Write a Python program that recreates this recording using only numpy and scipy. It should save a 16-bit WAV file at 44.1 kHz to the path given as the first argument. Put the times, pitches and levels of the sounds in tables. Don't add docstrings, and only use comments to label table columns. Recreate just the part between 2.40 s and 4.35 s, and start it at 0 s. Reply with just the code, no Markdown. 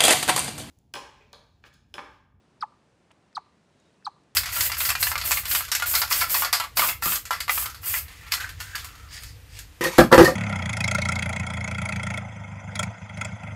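import sys
import numpy as np
from scipy import signal
from scipy.fft import rfft, irfft
from scipy.io import wavfile
from scipy.ndimage import uniform_filter1d

SR = 44100
rng = np.random.default_rng(int(sys.argv[2]) if len(sys.argv) > 2 else 0)


def nominal_scale(level):
    x = np.asarray(level, float) / 20
    return 10 ** x


def waveform_to_disk(signal):
    frames = np.transpose(np.atleast_2d(signal))
    scaled = np.clip(frames, -1, 1) * 32767
    samples = np.round(scaled).astype(np.int16)
    wavfile.write(sys.argv[1], SR, samples)


N = 85995

# frequency [Hz], relative level [dB].
AIR_COLOUR = [(30, -21), (60, -3.5), (170, 0.5), (400, -5.5), (1000, -12), (3000, -21), (8000, -29),
              (10500, -34.5)]
# start [s], length [s], start pitch [Hz], level [dB], swell [dB].
WHISTLES = [
    (0.207, 0.017, 5530, -42.5, 1),
    (0.949, 0.017, 5374, -47, 14.5),
    (1.646, .0205, 5425, -49.5, 17.5),
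]
# centre [Hz], width [Hz], level re the whistle [dB].
RASP_BANDS = [(6110, 720, -22), (4640, 1440, -18.5), (8900, 5400, -33.5)]
# start [s], length [s], level [dB], colour [Hz], width [Hz].
TICKS = [(0.214, .002, -51.5, 1600, 600), (0.706, 0.0028, -60.5, 930, 600),
         (0.7064, 0.0011, -65, 2360, 700), (0.7107, 0.0062, -56.5, 2280, 800),
         (0.712, 0.0056, -57.5, 870, 600), (0.7158, 0.0047, -62.5, 5300, 6900),
         (0.72, 0.0032, -66, 2260, 700), (0.9281, 0.00163, -63, 1600, 600),
         (.929, 0.00203, -68, 4400, 1500), (1.399, .005, -72.5, 7500, 5000),
         (1.400, 0.0043, -73, 6680, 600), (1.455, .005, -77, 8500, 4000), (1.6251, .002, -62, 1550, 600),
         (1.835, .005, -73, 6000, 7000)]
# start [s], length [s], start pitch [Hz], end pitch [Hz], level [dB].
CLUCKS = [
    (.22333, .01115, 1419, 852, -13.4),
    (.9671, .01154, 1357, 724, -16.4),
    (1.665, .009, 1332, 801, -15.3),
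]
# multiple of the pitch, level [dB].
CLUCK_OVERTONES = [(2, -36.5), (3, -36), (4, -45), (5, -45.5)]
# delay [s], level [dB].
TRUNKS = [(.019, -13.5), (.0245, -20.5), (.047, -33), (.066, -34.5), (.095, -25), (0.112, -33.5)]
# start [s], length [s], pitch [Hz], level [dB].
PEEPS = [
    (1.393, .03, 3760, -77.5),
    (1.447, .04, 3760, -77),
    (1.556, 0.027, 2500, -75.5),
    (1.596, .05, 2620, -77),
]

RIM_S = .00654


def level(x, db):
    return x * nominal_scale(db) / np.sqrt(np.mean(x ** 2))


def band(x, hz, width):
    return signal.lfilter(*signal.iirpeak(hz, hz / width, fs=SR), x)


def steep_band(x, hz, width):
    return band(band(x, hz, width), hz, width)


def gate(t, length, attack, release):
    rise = np.sin(np.pi / 2 * np.clip(t / attack, 0, 1)) ** 2
    return rise * np.exp(-np.maximum(t - length, 0) / release)


def running_phase(hz):
    return 2 * np.pi * np.cumsum(hz) / SR


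def echo(x, taps):
    n = np.arange(N)
    return sum(nominal_scale(db) * np.interp(n - s * SR, n, x) for s, db in taps)


def walk(rate):
    k = int(SR / rate)
    steps = np.repeat(rng.standard_normal(N // k + 1), k)
    return 1.3 * uniform_filter1d(uniform_filter1d(steps, k), k)[:N]


def air(t):
    f = np.maximum(np.fft.rfftfreq(N, 1 / SR), 1)
    hz, db = np.transpose(AIR_COLOUR)
    colour = nominal_scale(np.interp(np.log(f), np.log(hz), db)) * f ** 2 / (f ** 2 + 25 ** 2)
    noise = rfft(rng.standard_normal(N)) * colour
    octave = np.clip(np.log2(f / 60), 0, 8)
    hiss = 0
    for k in range(9):
        share = np.clip(1 - abs(octave - k), 0, 1)
        hiss = hiss + nominal_scale(0.56 * walk(6.2)) * irfft(noise * share, N)
    leaves = level(band(rng.standard_normal(N), 3000, 3000), -75.5)
    gust = np.exp(-((t - 1.445) / 0.17) ** 2) * nominal_scale(1.7 * walk(15))
    hum = nominal_scale(-82) * np.sin(2 * np.pi * 128.4 * t)
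    return level(hiss, -64) + leaves * gust + hum


def whistle(t):
    floor_hz = 3000
    breath = uniform_filter1d(rng.standard_normal(N), size=24) * 5
    rasp = sum(nominal_scale(db) * level(steep_band(rng.standard_normal(N), hz, width), 0)
               for hz, width, db in RASP_BANDS)
    out = 0
    for start, length, hz, db, swell_db in WHISTLES:
        u = t - start
        pitch = np.clip(hz - (hz - floor_hz) * u / length, floor_hz, None)
        phase = running_phase(pitch * (u > 0))
        shape_db = np.interp(u / length, [0, 0.6, 0.67, 1],
                             [0, swell_db, 0.44 * swell_db - 3, 0.24 * swell_db - 11])
        octave = nominal_scale(-24.5 + 10.5 * np.clip(u / length, 0, 1)) * np.sin(2 * phase)
        tone = (1 + nominal_scale(-21.5) * breath) * (np.sin(phase) + octave)
        out = out + nominal_scale(db + shape_db) * gate(u, length, .002, .00041) * tone
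        break_gate = gate(u - length + .006, .009, .00203, .005)
        out = out + nominal_scale(db + 0.76 * swell_db) * break_gate * rasp
    return out


def table_bounce(high):
    return echo(high, [(.00214, -3.5), (RIM_S, -11.5)])


def ticks(t):
    clicks_per_s = 3600
    clicks = rng.standard_normal(N) * (0.31 + 3 * (rng.random(N) < clicks_per_s / SR))
    out = 0
    for start, length, db, hz, width in TICKS:
        first_click = 13.6 * np.clip(1 - abs(t - start) * SR, 0, 1)
        push = clicks * gate(t - start, length, .0004, .00067) + first_click
        out = out + nominal_scale(db) * np.sqrt(SR / 4 / width) * steep_band(push, hz, 1.41 * width)
    return out


def cluck(t):
    note, overtones = 0, 0
    flutter = 1 + .8 * walk(500)
    for start, length, hz, end_hz, db in CLUCKS:
        u = t - start
        share = np.clip(u / length, 0, 1)
        pitch = end_hz + (hz - end_hz) * (1 - share) ** .76
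        phase = running_phase(pitch * (u > 0))
        size = nominal_scale(db - 7.4 * share) * gate(u, length, .0031, .0035)
        note = note + size * np.sin(phase)
        buzz = sum(nominal_scale(d) * np.sin(k * phase) for k, d in CLUCK_OVERTONES)
        overtones = overtones + size * nominal_scale(16 * share) * flutter * buzz
    cheek, throat = band(note, 1203, 132), band(note, 856, 132)
    nose = steep_band(overtones, 1650, 800)
    table = echo(note, [(.00209, -12.4)])
    rim = -echo(note, [(RIM_S, -16)])
    return cheek + throat + nose + table + rim


def wood(x):
    t = np.arange(SR // 2) / SR
    near, far = rng.standard_normal((2, len(t)))
    near = near * nominal_scale(-60 * t / .05) * (t > .004)
    far = signal.lfilter(*signal.butter(1, 5000, fs=SR), far)
    far = far * nominal_scale(-60 * t / .49) * (t > .02)
    tail = nominal_scale(-10) * near / np.linalg.norm(near) + nominal_scale(-24) * far / np.linalg.norm(far)
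    return signal.fftconvolve(x, tail)[:N]


def clearing(high, low):
    hollow = nominal_scale(-6) * steep_band(low, 1090, 380)
    return echo(nominal_scale(-19) * high + hollow, TRUNKS) + wood(nominal_scale(-1) * high + hollow)


def bird(t):
    waver = walk(80)
    out = 0
    for start, length, hz, db in PEEPS:
        tone = np.sin(running_phase(hz * (1 + 0.002 * waver)))
        out = out + nominal_scale(db + 2.6 * waver) * gate(t - start, length, .0066, .012) * tone
    return out


def scene():
    t = np.arange(N) / SR
    high, low = whistle(t), cluck(t)
    near = high + table_bounce(high) + low
    return (near + clearing(high, low) + ticks(t) + bird(t) + air(t))[None]


def band_limit(x):
    return signal.sosfilt(signal.butter(12, 13700, fs=SR, output="sos"), x)


def record(dry):
    kept = signal.sosfilt(signal.cheby2(8, 30, 11190, fs=SR, output="sos"), dry)
    mirror = kept * np.cos(np.pi * np.arange(N))
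    leak = steep_band(mirror, 11700, 1300)
    return band_limit(kept + nominal_scale(-7) * leak)


dry = scene()
out = record(dry)
waveform_to_disk(out)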